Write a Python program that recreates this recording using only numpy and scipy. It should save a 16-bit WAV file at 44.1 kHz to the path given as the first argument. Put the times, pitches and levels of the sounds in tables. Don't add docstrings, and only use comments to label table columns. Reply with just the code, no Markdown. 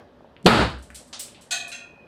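import sys
import numpy as np
from scipy import signal
from scipy.fft import rfft, irfft
from scipy.io import wavfile
from scipy.ndimage import uniform_filter1d

SR = 44100
rng = np.random.default_rng(int(sys.argv[2]) if len(sys.argv) > 2 else 0)


def linear_from_db(decibels):
    return 10 ** (np.asarray(decibels, float) / 20)


def store_wav(level_fs):
    pcm = np.round(np.clip(np.atleast_2d(level_fs), -1, 1) * 32767)
    wavfile.write(sys.argv[1], SR, pcm.T.astype(np.int16))


N = 91639
LEAD = SR // 2
SECOND = np.arange(SR) / SR
SLAM_S = .4606


def silence():
    return np.zeros(N + LEAD)


def evened(x):
    return x / np.sqrt(np.mean(x ** 2) + 1e-20)


def read(points, hz):
    f, value = np.transpose(points)
    return np.interp(np.log(hz + 1), np.log(f + 1), value)


def add(mix, s, sound):
    part = mix[LEAD + round(s * SR):][:len(sound)]
    part += sound[:len(part)]


def colour(x, points):
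    return irfft(rfft(x) * linear_from_db(read(points, np.fft.rfftfreq(len(x), 1 / SR))), len(x))


def bump(hz, octaves):
    f = np.geomspace(20, 22000, num=120)
    level_db = -6 * (np.log2(f / hz) / octaves) ** 2
    return np.transpose([f, np.maximum(level_db, -80)])


def fade(db, t60):
    return linear_from_db(db - 60 * SECOND / t60)


def rise(s):
    return np.minimum(SECOND / s, 1)


# f/Hz, t60/s
ROOM_DECAY = [(100, 0.41), (500, 0.34), (2000, 0.33), (5000, 0.37), (10000, 0.29), (16000, 0.17)]


def echo(points, build_s):
    noise = evened(colour(rng.standard_normal(SR), points))
    hz, t, z = signal.stft(noise, SR, nperseg=512, noverlap=384)
    z = z * linear_from_db(-60 * t / read(ROOM_DECAY, hz)[:, None])
    tail = signal.istft(z, SR, nperseg=512, noverlap=384)[1][:SR]
    return tail * (1 - np.exp(-SECOND / build_s))


def ring(modes, spread=0, count=1):
    out = np.zeros(SR)
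    for hz, db, t60 in modes:
        for off, turn in zip(rng.standard_normal(count), rng.random(count)):
            tone_hz = hz + spread * (hz + 1000) * off
            out += fade(db, t60) * np.sin(2 * np.pi * (tone_hz * SECOND + turn))
    return out


def push(mix):
    peak_s, base_hz, extra_hz, sweep_s = .4582, 180, 120, .0018
    grow_s, swell_s = .0012, .019
    u = np.arange(-.02, .0023, 1 / SR)
    turns = np.cumsum(base_hz + extra_hz * np.exp(u / sweep_s)) / SR
    wave = np.cos(2 * np.pi * (turns - np.interp(0, u, turns)))
    peak = linear_from_db(-2.5) * 2 / (np.exp(u / grow_s) + np.exp(-u / grow_s))
    swell = linear_from_db(-26) * np.clip(2 * (1 + u / swell_s), 0, 1)
    end = np.minimum((u[-1] - u) / .0008, 1)
    add(mix, peak_s + u[0], (peak + swell) * wave * end)


# f/Hz, level/dB
CRACK_COLOUR = [(60, -4.5), (500, 1), (2100, -15), (2840, -8.5), (4420, -7.5), (5600, -26.5), (11800, -31),
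                (16000, -55)]


def crack():
    splinters_per_s = 2000
    bits = rng.standard_normal(SR) * (0.21 + (rng.random(SR) < splinters_per_s / SR))
    return evened(colour(bits, CRACK_COLOUR)) * fade(24.5, 0.066) * rise(0.0012)


# f/Hz, level/dB, own t60/s (not used)
TABLE_TONES = [(112.3, 0.5, 0.17), (228.2, -1, 0.56), (334.1, -4, 1.7), (424.7, -7.5, 0.86), (598, -8, 2.7),
               (827, -5, 0.61), (892, -6, 5.0), (934, -7.5, 0.45), (1023, -14, 0.35), (1160, -20, 5.0),
               (1270, -4.5, 0.36), (1475, -13, 5.0)]
# f/Hz, level/dB, t60/s
THUMP_TONES = [(174.6, 23.5, 0.055), (420, 18, .1)]


def table_top():
    tones = [(hz, db, 0.31) for hz, db, _ in TABLE_TONES]
    return (linear_from_db(2) * ring(tones, 0.00985, count=2) + ring(THUMP_TONES)) * rise(0.006)


def rattle():
    taps_per_s = 400
    taps = (rng.random(SR) < taps_per_s / SR) * rng.standard_normal(SR)
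    return evened(colour(taps, bump(1400, 0.33))) * fade(2, .35) * rise(.004)


# f/Hz, level/dB, t60/s
BOOM_TONES = [(61.3, -10.5, 0.74), (67.5, -11, 0.72)]


def boom():
    line_up_s = .164
    out = np.zeros(SR)
    for hz, db, t60 in BOOM_TONES:
        out += fade(db, t60) * np.cos(2 * np.pi * hz * (SECOND - line_up_s))
    return out * rise(0.049)


# f/Hz, level/dB
SLAM_ECHO = [(60, -15), (118, -9), (900, -9.5), (4400, -21.5), (5900, -38), (7800, -33), (13000, -43.5),
             (16000, -93.5)]


def slam():
    out = silence()
    push(out)
    room = linear_from_db(9.5) * echo(SLAM_ECHO, 0.0033)
    add(out, SLAM_S, crack() + table_top() + rattle() + boom() + room)
    return out


# f/Hz, level/dB
NO_COLOUR = [(20, 0), (20000, 0)]


def clicks(rows, octaves, t60, body):
    out, t = silence(), np.arange(1024) / SR
    lag_s = 200 / SR
    for s, db, hz, echo_db in rows:
        life = t60 * np.sqrt(3000 / hz)
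        shape = bump(hz, octaves)
        shape[:, 1] += read(body, shape[:, 0])
        spike = rng.standard_normal(1024) * .04 * (t > lag_s) + (t == lag_s)
        snap = colour(spike, shape) * linear_from_db(-60 * abs(t - lag_s) / life)
        add(out, s - lag_s, linear_from_db(db) * snap / abs(snap).max())
        add(out, s, linear_from_db(db + echo_db) * echo(shape, 0.001))
    return out


# t/s, level/dB,
# f/Hz, echo level/dB
CHIP_LANDINGS = [(.4285, -39.5, 6940, -41), (.4465, -33, 4630, -16), (.4515, -51, 8000, -32),
                 (.702, -31, 4000, -26.5), (.783, -52, 8000, -8), (.824, -43, 8050, -7.5),
                 (.9455, -36, 7700, -4), (.9558, -27.5, 9000, -18.5), (.9598, -21, 9100, -24),
                 (1.131, -40, 8000, -33.5), (.9035, -36, 8894, -22.5), (1.1938, -21.5, 11040, -11.5),
                 (1.1966, -17, 9000, -17), (1.2066, -21, 8000, -22), (1.410, -43, 7900, -8),
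                 (1.4215, -33.5, 4940, -21), (1.678, -37, 10000, -5.5), (1.071, -50, 9600, -5.5)]
# f/Hz, level/dB
CHIP_COLOUR = [(880, -44), (1500, -4.5), (3520, -3.5), (6890, -6.5), (7930, 2), (12400, -13), (14000, -21),
               (14800, -10), (16500, -74.5)]


def shell_chips():
    return clicks(CHIP_LANDINGS, 1.71, 0.0068, CHIP_COLOUR)


# t/s, level/dB, f/Hz, echo level/dB
PIECE_DROPS = [
    (1.1292, -22, 4530, -12.5),
    (1.140, -30, 4960, -17),
]
# f/Hz, level/dB
PIECE_COLOUR = [(290, -39), (500, -1.5), (2320, -10.5), (3620, -2.5), (6060, -5.5), (9880, -16.5),
                (14000, -67)]


def larger_piece():
    return clicks(PIECE_DROPS, 2.7, 0.0048, PIECE_COLOUR)


# t/s, level/dB, f/Hz, echo level/dB
SPLINTER_LANDING = [
    (1.1952, -30, 14300, -12),
]


def thin_splinter():
    return clicks(SPLINTER_LANDING, .12, 0.0068, NO_COLOUR)


# t/s, level/dB, f/Hz, echo level/dB
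TICK_TIMES = [
    (.208, -37, 610, -22),
    (.246, -35, 580, -16),
    (.3658, -33, 2400, -24),
    (.9036, -30, 1700, -20),
    (1.131, -44.5, 970, -5),
    (1.281, -37, 3000, -15.5),
    (1.3469, -36.5, 2930, -13),
    (2.045, -42, 500, -9.5),
]


def ticks():
    return clicks(TICK_TIMES, 0.53, 0.021, NO_COLOUR)


def struck_metal(hits, modes, clang):
    out = silence()
    for s, ring_db, clang_db in hits:
        bell = ring(modes, .012, count=8) * (1 - np.exp(-SECOND / 0.0077))
        add(out, s, linear_from_db(ring_db) * bell + linear_from_db(clang_db) * echo(clang, 0.0013))
    return out


# t/s, ring level/dB, clang level/dB
SIDE_HITS = [
    (1.5076, -39.5, -25.5),
    (1.515, -36.5, -29),
]
# t/s, ring level/dB, clang level/dB
EDGE_HITS = [
    (1.7155, -43.5, -38),
]
# t/s, ring level/dB, clang level/dB
PAST_HITS = [
    (-0.34, -54, -40),
]
# f/Hz, level/dB, t60/s
SIDE_TONES = [(700.5, -10, 0.82), (763, -13.5, 0.55), (1157, -22, 1), (1488, -4.5, 0.44), (1734, -9, 0.65),
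              (1913, -9, .5), (2518, -0.5, 0.85), (7620, -13, 0.22), (3241, -7, 0.58), (3577, -2.5, 0.39),
              (3945, -4, 0.53), (4312, -0.5, 0.34), (6420, 1, 0.37), (11900, -20, .3), ]
EDGE_TONES = [(1427, -7.5, 0.58), (1567, -7, 0.4), (1840, -9, 0.55), (2502, -4, 1.19), (2730, 1, 0.43),
              (3305, -7, 0.45), (4016, -4.5, 0.35), (4160, -5, 0.36), (6380, -3, 0.35), (7500, -4.5, 0.27)]
# f/Hz, level/dB
SIDE_CLANG = [(400, -28), (700, -19.5), (2200, -16.5), (2900, -7.5), (4600, -8), (5500, -14), (7500, -4),
              (16000, -37.5)]
EDGE_CLANG = [(240, -44), (400, -15), (1460, -30), (2050, -8), (2710, -10.5), (6340, -14.5), (10900, -22.5),
              (16000, -77)]


def tin():
    side = struck_metal(SIDE_HITS, SIDE_TONES, SIDE_CLANG)
    rim = struck_metal(EDGE_HITS, EDGE_TONES, EDGE_CLANG)
    return side + rim + struck_metal(PAST_HITS, SIDE_TONES, SIDE_CLANG)


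# f/Hz, level/dB
HUM_COLOUR = [(15, -45.5), (25, 1.5), (584, -4.5), (1770, -15.5), (2360, -26), (2970, -22.5), (4730, -30),
              (8360, -50.5), (12000, -45), (15600, -81), (22000, -120)]
# f/Hz, width/Hz, level/dB
HUM_HOLLOWS = [(246.2, 27, -59.5), (571.5, 27, -60.5)]


def hum():
    n = N + LEAD
    noise = colour(rng.standard_normal(n), HUM_COLOUR)
    hz, t, z = signal.stft(noise, SR, nperseg=1024, noverlap=768)
    patches = uniform_filter1d(rng.standard_normal(z.shape), 8, 0)
    patches = evened(uniform_filter1d(patches, 10, 1))
    drifting = signal.istft(z * linear_from_db(2.0 * patches), SR, nperseg=1024, noverlap=768)[1][:n]
    out = linear_from_db(-52.5) * evened(drifting)
    for f, width, db in HUM_HOLLOWS:
        b, a = signal.iirpeak(f, f / width, SR)
        out = out + linear_from_db(db) * evened(signal.lfilter(b, a, rng.standard_normal(n)))
    s = (np.arange(n) - LEAD) / SR
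    return out * (1 + linear_from_db(4.5 - 60 * np.maximum(s, 0) / 0.12))


def scene():
    mix = slam() + shell_chips() + larger_piece() + thin_splinter() + ticks() + tin() + hum()
    return mix[None, LEAD:]


def low_pass(x):
    return signal.sosfilt(signal.butter(12, 16630, fs=SR, output="sos"), x)


def record(dry):
    duck_db, hold_s, recover_db_per_s = 24, 0.009, 157
    since = np.arange(N) / SR - SLAM_S
    down_db = duck_db - recover_db_per_s * np.maximum(since - hold_s, 0)
    down_db = (since >= 0) * np.maximum(down_db, 0)
    low_cut = signal.butter(2, 64, "high", fs=SR, output="sos")
    cut = signal.sosfilt(low_cut, dry / linear_from_db(down_db))
    limited = np.tanh(cut * 0.96) * 0.91
    edge = signal.firwin(255, 16500, window=("kaiser", 9), fs=SR)
    return low_pass(signal.oaconvolve(limited, edge[None], "same"))


dry = scene()
out = record(dry)
store_wav(out)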